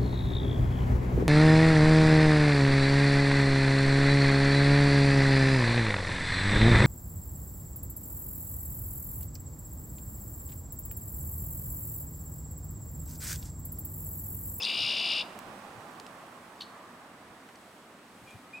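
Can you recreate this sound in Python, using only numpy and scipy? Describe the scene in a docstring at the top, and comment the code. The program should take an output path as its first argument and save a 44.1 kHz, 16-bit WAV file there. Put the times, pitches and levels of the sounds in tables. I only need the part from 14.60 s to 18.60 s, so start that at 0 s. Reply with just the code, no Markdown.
"""A bare tree with a town around it: a red-winged blackbird ends its song, a little left of centre.
Quick glides lead to a buzzing trill of two swooping tones, coloured by close reflections and a faint tail.
Later come a dry chuck, a faint far call from a second bird and the start of a whistle, all gliding tones.
Shaped noise makes the traffic fading on the right, swelling tyres, rumble, hiss, thin whine and wind puffs.
A hand-held camera ticks a few times: decaying noise cracks, each with one broad ring."""
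import sys
import numpy as np
from scipy import signal
from scipy.fft import rfft, irfft
from scipy.io import wavfile

SR = 44100
rng = np.random.default_rng(int(sys.argv[2]) if len(sys.argv) > 2 else 0)


def transcribe(u):
    """Save the signal u as a 16-bit wav file named by the first command-line argument.

    u: samples, shape (n,) or (channels, n), limited to [-1, 1]; the rate is SR.
    q: integer samples, one column per channel.
    """
    v = np.clip(np.atleast_2d(u).T, -1, 1)
    q = np.round(v * 32767).astype(np.int16)
    wavfile.write(sys.argv[1], SR, q)


N = 176400
TIME = np.arange(N) / SR  # s

# Town rumble: fader (t/s, level/dB), spectrum (f/Hz, level/dB), width (f/Hz, side-to-mid level/dB)
RUMBLE_LEVEL = [(0, -51), (.6, -50.5), (1.2, -54), (2, -54), (2.6, -54), (3.3, -54.5), (4, -53.5)]
RUMBLE_SPECTRUM = [(18, -72), (30, -36), (74, -14), (151, -9), (193, -3), (263, -3), (344, -6), (429, -9.5),
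                   (816, -9.5), (1240, -11.5), (1330, -12), (1980, -15), (6000, -32), (7800, -48),
                   (13200, -120)]
RUMBLE_WIDTH = [(100, -18), (300, -18), (1000, -12), (4000, 1)]

# Microphone hiss: fader (t/s, level/dB), spectrum (f/Hz, level/dB), width (f/Hz, side-to-mid level/dB)
HISS_LEVEL = [(0, -55.5), (.7, -62), (1.3, -62.5), (1.9, -64.5), (2.6, -66.5), (3.1, -64.5), (3.4, -67),
              (3.7, -63), (4, -67.5)]
HISS_SPECTRUM = [(1000, -14.5), (3500, 2), (5500, -0.5), (7300, 2.5), (7900, 3), (9000, 3), (11000, -1.5),
                 (13000, -4), (15800, -6.5)]
HISS_WIDTH = [(3000, -17), (8000, -4.5), (11000, -37)]

# Thin camera whine, a narrow band: spectrum (f/Hz, level/dB)
WHINE_SPECTRUM = [(7400, -40), (7800, -6), (7900, 0), (8000, -6), (8400, -40)]
WHINE_DB = -79

# Distant traffic: fader (t/s, level/dB), spectrum (f/Hz, level/dB)
TRAFFIC_LEVEL = [(0, -50), (.5, -47.5), (.9, -48), (1.3, -50), (1.65, -52), (1.95, -54.5), (2.2, -55),
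                 (2.6, -57.5), (3.2, -59.5), (3.6, -62), (4, -59)]
TRAFFIC_SPECTRUM = [(60, -15), (200, 1), (400, -1.5), (750, 3.5), (1150, -2), (1600, -12), (2200, -21.5),
                    (3500, -23.5), (6000, -26), (15000, -80)]
# Traffic placement: balance (f/Hz, left-to-right level/dB)
TRAFFIC_BALANCE = [(200, -0.5), (400, -2), (700, -1.5), (1250, -13), (2400, -29), (5000, -1)]
# Width of traffic and tyres: (f/Hz, side-to-mid level/dB)
ROAD_WIDTH = [(200, -25), (500, -11.5), (1000, -8.5), (4000, -0.5)]
TRAFFIC_WAVER_DB, TRAFFIC_WAVER_HZ = 0.38, 20  # spread and smoothing corner of the level waver

# Tyre noise swelling as cars pass: fader (t/s, level/dB), spectrum (f/Hz, level/dB)
TYRE_LEVEL = [(0, -61), (.7, -73), (1.1, -58), (1.65, -56), (1.95, -61.5), (2.15, -53), (2.45, -58.5),
              (2.8, -62.5), (3.5, -76), (4, -64)]
TYRE_SPECTRUM = [(300, -53), (800, -13.5), (1000, 0.5), (1160, 4), (1400, -5.5), (2000, -8), (2800, -51.5),
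                 (8000, -44)]
TYRE_PAN_DB = -1.5  # left relative to right

# Wind puffs on the microphone: (t/s, half length/s, level/dB)
WIND_PUFFS = [(0.236, 0.048, -53.5), (.88, 0.048, -57.5), (1.181, 0.021, -51), (2.033, 0.037, -68),
              (2.7, 0.059, -61.5), (3.535, 0.033, -65.5), (3.645, 0.042, -59), (3.757, 0.014, -48.5)]
# Low tone of the puffs: spectrum (f/Hz, level/dB)
PUFF_SPECTRUM = [(20, -29), (50, -17), (85, -5.5), (125, -1), (180, -19), (400, -38), (2000, -80)]

# Camera ticks: (t/s, level/dB before the high cut, ring f/Hz, 60 dB decay/s)
CAMERA_TICKS = [(.7898, -36, 7900, .008), (1.3995, -39.5, 4800, .014), (1.465, -40, 4600, .014),
                (2.889, -46, 1600, .04), (2.956, -53, 4500, .025), (3.707, -53, 6500, .03)]
# Tone of the cracks: spectrum (f/Hz, level/dB)
TICK_SPECTRUM = [(300, -10), (2000, 1), (3500, -0.5), (10500, -3), (12500, -8), (16000, -3)]
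TICK_RING_DB, TICK_RING_WIDTH_HZ = -4, 1200

# Far call of a second bird, dry: (t/s, length/s, start f/Hz, end f/Hz, level/dB)
FAR_GLIDES = [(3.652, .078, 2410, 2380, -60)]
# Whistles, dry: (t/s, length/s, start f/Hz, end f/Hz, level/dB)
WHISTLE_GLIDES = [(3.815, .085, 1250, 1260, -59), (3.928, .034, 2430, 2500, -41.5),
                  (3.945, .048, 2540, 2530, -44.5), (3.975, .035, 2390, 2370, -51),
                  (3.945, .03, 3790, 3810, -64)]
# Chuck in short rough strokes, dry: (t/s, length/s, start f/Hz, end f/Hz, level/dB)
CHUCK_GLIDES = [(2.003, 0.011, 3650, 3880, -45), (2.007, 0.0063, 4200, 4400, -36),
                (2.016, 0.0088, 4650, 4140, -38), (2.007, 0.015, 3060, 3100, -48),
                (2.02, 0.0175, 3950, 3560, -47.5), (2.024, .02, 4450, 4280, -52)]
# Opening glides of the song, before beak colour: (t/s, length/s, start f/Hz, end f/Hz, level/dB)
OPENING_GLIDES = [(-.004, 0.026, 2720, 2465, -36.5), (-.004, 0.024, 5200, 5200, -38.5),
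                  (.018, 0.0071, 4640, 5530, -27), (.024, 0.0083, 3550, 3410, -25.5),
                  (.0315, .0045, 6000, 3180, -23.5), (.034, 0.0067, 3500, 4100, -32),
                  (.0415, .004, 5400, 3300, -24), (.045, 0.0053, 4500, 5290, -30),
                  (.0495, 0.00345, 5500, 3150, -20), (.052, 0.0053, 4900, 4440, -36),
                  (.028, 0.037, 2670, 2810, -41)]

# Upper voice in one trill note: (share of the cycle, f/Hz before the arch, relative level/dB)
UPPER_VOICE = [(0, 5476, -14), (.09, 5343, -2), (.14, 4485, 2.5), (.19, 3293, -4), (.24, 4706, -1),
               (.43, 5207, -4), (.52, 4380, 0), (.6, 3438, -3.5), (.7, 2607, -11.5), (.79, 2921, 4),
               (.87, 3592, -2.5), (.93, 4995, -4)]
# Lower voice in the same note: (share of the cycle, f/Hz, relative level/dB)
LOWER_VOICE = [(.03, 2884, 3), (.15, 2830, -43), (.3, 2536, -6), (.42, 2972, -12.5), (.57, 2722, -8.5),
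               (.7, 2358, -9.5), (.86, 2416, -23), (.96, 2753, -4.5)]
# Song contour: (t/s, upper-voice pitch shift/semitones, relative level of both voices/dB)
SONG_ARCH = [(.06, -.6, 0), (.13, -.4, -1), (.2, .4, 0.5), (.3, 0.16, 0.5), (.43, -.1, -.5),
             (0.529, .1, 1.3), (0.618, -0.35, -0.5)]
TRILL_START_S, TRILL_END_S, ATTACK_S, RELEASE_S = .0564, 0.6357, 0.0049, 0.029
TRILL_RATE_HZ, SLOWING_HZ_PER_S = 68.67, 6.55  # note rate at the start and how fast it falls
TRILL_DB = -27  # base level, before contour and beak colour
UPPER_JITTER, LOWER_JITTER = .012, 0.0348  # pitch spread, share of the pitch
TIMING_JITTER, FLUTTER_DB = .008, 1.2  # spread of the timing in cycles, and of the level
SECOND_DB, THIRD_DB = -27, -27  # overtones relative to the fundamental
TRILL_RASP_DB = -30  # noise gain, before its own colour

# Beak colour of the song: equaliser (f/Hz, level/dB)
BEAK_COLOUR = [(1500, -28), (2150, 3), (2400, 2), (2800, -2), (3500, 1), (4100, -5.5), (4800, -3.5),
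               (5280, -3.5), (5600, -3.5), (6200, -3), (6900, 0), (7900, -11.5), (9100, 5), (10200, -11.5),
               (12500, -30), (15000, -10)]
# Close reflections from the branches: (delay/s, linear gain)
BRANCH_ECHOES = [(0.000793, 0.21), (0.00106, 0.33), (0.001759, 0.22), (0.002498, 0.21), (0.003706, 0.09),
                 (0.004339, 0.12), (0.005972, 0.33), (0.006286, 0.13), (0.007394, 0.15), (0.007666, 0.13),
                 (0.008813, 0.12)]
SONG_PAN_DB = 3.5  # left relative to right
SCATTER_T60_S, TAIL_T60_S = .05, 0.39  # 60 dB decays

CUTOFF_HZ = 15900


def from_db(db):
    """Turn decibels into linear gain."""
    return 10 ** (np.asarray(db) / 20)


def rms_one(x):
    """Scale to unit power."""
    return x / np.sqrt(np.mean(x ** 2) + 1e-20)


def curve(rows):
    """Draw a fader move, straight in decibels between its points."""
    return from_db(np.interp(TIME, *np.transpose(rows)))


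def gains(points):
    """Draw an equaliser curve, straight in decibels over log frequency."""
    hz, db = np.transpose(points)
    bins_hz = np.arange(N // 2 + 1) * SR / N
    return from_db(np.interp(np.log(bins_hz + 1), np.log(hz), db))  # +1 keeps the log finite at zero


def colour(x, points):
    """Equalise a sound by weighting its spectrum."""
    return irfft(rfft(x) * gains(points), N)


def drift(rate_hz):
    """Smooth random motion of unit spread: noise through two equal one-pole low-passes."""
    pole = np.exp(-2 * np.pi * rate_hz / SR)
    noise = rng.standard_normal(N + SR)
    smooth = signal.lfilter([1], [1, -2 * pole, pole * pole], noise)
    return rms_one(smooth[SR:])  # drop the first second, while the filter settles


def stereo_noise(spectrum, width):
    """Unit-power noise with mid and side parts, so its width changes with frequency."""
    mid, side = colour(rng.standard_normal((2, N)), spectrum)
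    side = colour(side, width)
    return rms_one(np.array([mid + side, mid - side]))


def pan(db):
    """Place a sound by splitting a level difference between left and right."""
    return from_db(np.array([[db / 2], [-db / 2]]))


def gate(start, end, attack, release):
    """Open and close a sound on sine-squared ramps."""
    ramp = np.minimum((TIME - start) / attack, (end - TIME) / release)
    return np.sin(np.pi / 2 * np.clip(ramp, 0, 1)) ** 2


def rumble():
    """The town's low rumble as coloured noise, nearly central in the lows and wider in the highs."""
    return curve(RUMBLE_LEVEL) * stereo_noise(RUMBLE_SPECTRUM, RUMBLE_WIDTH)


def hiss():
    """Thin microphone hiss as bright noise under a moving fader."""
    return curve(HISS_LEVEL) * stereo_noise(HISS_SPECTRUM, HISS_WIDTH)


def whine():
    """A narrow, steady band of noise high in the hiss, equal in both channels."""
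    return from_db(WHINE_DB) * rms_one(colour(rng.standard_normal(N), WHINE_SPECTRUM))


def traffic():
    """Distant traffic as mostly low noise, fading and wavering, leaning right by frequency."""
    lean = np.sqrt(gains(TRAFFIC_BALANCE))
    spectrum = rfft(stereo_noise(TRAFFIC_SPECTRUM, ROAD_WIDTH))
    placed = irfft(spectrum * np.array([lean, 1 / lean]), N)
    waver = from_db(TRAFFIC_WAVER_DB * drift(TRAFFIC_WAVER_HZ))
    return curve(TRAFFIC_LEVEL) * waver * placed


def tyres():
    """A band of tyre noise swelling from the road on the right."""
    return pan(TYRE_PAN_DB) * curve(TYRE_LEVEL) * stereo_noise(TYRE_SPECTRUM, ROAD_WIDTH)


def wind():
    """Light wind on the microphone: low noise in soft bell-shaped puffs."""
    level = sum(from_db(db) * np.exp(-((TIME - s) / half) ** 2) for s, half, db in WIND_PUFFS)
    return level * stereo_noise(PUFF_SPECTRUM, [(50, -21), (200, -5)])


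def ticks():
    """Small plastic contacts: a quickly dying noise crack excites one broad resonance."""
    out = 0
    pole = np.exp(-np.pi * TICK_RING_WIDTH_HZ / SR)
    for s, db, hz, t60 in CAMERA_TICKS:
        noise = rms_one(colour(rng.standard_normal(N), TICK_SPECTRUM))
        resonance = [1, -2 * pole * np.cos(2 * np.pi * hz / SR), pole * pole]
        ring = rms_one(signal.lfilter([1, 0, -1], resonance, noise))
        # High cut dulls the crack above twice the ring pitch
        high_cut = signal.butter(4, min(2 * hz, .45 * SR), fs=SR, output="sos")
        crack = signal.sosfilt(high_cut, noise)
        decay = from_db(db - 60 * np.clip(TIME - s, 0, 5 * t60) / t60)
        out = out + (TIME >= s) * decay * (crack + from_db(TICK_RING_DB) * ring)
    return out


def syrinx(hz, rough, rasp_db):
    """The bird's voice organ: a nearly pure, unsteady tone with weak overtones and a little rasp."""
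    unsteady_hz = hz * (1 + rough * drift(250))
    phase = 2 * np.pi * (np.cumsum(unsteady_hz) / SR + rng.random())
    rasp = colour(rng.standard_normal(N), [(1500, -10), (3000, 24), (7000, 7.5), (16000, -9)])
    overtones = from_db(SECOND_DB) * np.sin(2 * phase) + from_db(THIRD_DB) * np.sin(3 * phase)
    return np.sin(phase) + overtones + from_db(rasp_db) * rasp


def glides(rows, rough, rasp_db):
    """Short gated syrinx notes that slide in a straight line between two pitches."""
    out = 0
    for s, length, start_hz, end_hz, db in rows:
        hz = np.interp(TIME, [s, s + length], [start_hz, end_hz])
        envelope = gate(s, s + length * 1.02, length * 0.32, length * 0.26)
        out = out + from_db(db) * envelope * syrinx(hz, rough, rasp_db)
    return out


def trees(x, scatter_db, tail_db):
    """Echoes as decaying noise: quick scatter from the twigs and a tail from the trees around."""
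    t = TIME[:SR // 2]
    twigs = rng.standard_normal(len(t)) * from_db(-60 * t / SCATTER_T60_S) * (t > .003)
    # A shared part plus a weaker part of its own in each channel
    far_noise = rng.standard_normal(len(t)) + .5 * rng.standard_normal((2, len(t)))
    far = far_noise * from_db(-60 * t / TAIL_T60_S) * (t > .01)
    response = from_db(scatter_db) * rms_one(twigs) + from_db(tail_db) * rms_one(far)
    response = response / np.sqrt(len(t))  # levels become those of the whole echo
    return x + signal.fftconvolve(x[None], response, axes=1)[:, :N]


def far_call():
    """A second bird's single glide, with echoes stronger than the direct sound."""
    return trees(glides(FAR_GLIDES, rough=.025, rasp_db=-21), scatter_db=3.5, tail_db=3)


def whistles():
    """Clean, faint syrinx tones that start a whistle."""
    return trees(glides(WHISTLE_GLIDES, rough=0.0085, rasp_db=-43), scatter_db=-15, tail_db=-11)


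def chuck():
    """A dry chuck from overlapping short strokes with rough pitch."""
    return trees(glides(CHUCK_GLIDES, rough=.035, rasp_db=-20), scatter_db=-9, tail_db=-12)


def trill():
    """Both voices of the syrinx repeat one swooping note fast enough to buzz, slowing slightly."""
    t = TIME - TRILL_START_S
    cycle = TRILL_RATE_HZ * t - SLOWING_HZ_PER_S * t ** 2 / 2 + TIMING_JITTER * drift(41.7)
    s, semitones, swell_db = np.transpose(SONG_ARCH)
    arch = 2 ** (np.interp(TIME, s, semitones) / 12)
    voices = 0
    for note, bend, jitter in ((UPPER_VOICE, arch, UPPER_JITTER), (LOWER_VOICE, 1, LOWER_JITTER)):
        share, hz, db = np.transpose(note)
        level = from_db(np.interp(cycle, share, db, period=1) + FLUTTER_DB * drift(67))
        pitch = bend * np.interp(cycle, share, hz, period=1)
        voices = voices + level * syrinx(pitch, jitter, TRILL_RASP_DB)
    swell = from_db(TRILL_DB + np.interp(TIME, s, swell_db))
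    return swell * gate(TRILL_START_S, TRILL_END_S, ATTACK_S, RELEASE_S) * voices


def song():
    """Opening glides and trill, shaped by the beak, then delayed copies from branches and trees."""
    voice = trill() + glides(OPENING_GLIDES, rough=0.029, rasp_db=-24)
    direct = colour(voice, BEAK_COLOUR) * (TIME < 1)
    echoes = sum(gain * np.interp(TIME - delay, TIME, direct, left=0) for delay, gain in BRANCH_ECHOES)
    return pan(SONG_PAN_DB) * trees(direct + echoes, scatter_db=-14, tail_db=-17)


def scene():
    """Sum every layer at the microphone, from the background to the song."""
    background = rumble() + hiss() + whine() + traffic() + tyres()
    handling = wind() + ticks()
    return background + handling + far_call() + whistles() + chuck() + song()


def record(dry):
    """Cut the top steeply with an elliptic low-pass."""
    low_pass = signal.ellip(12, .1, 70, CUTOFF_HZ, fs=SR, output="sos")
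    return signal.sosfilt(low_pass, dry)


dry = scene()
out = record(dry)
transcribe(out)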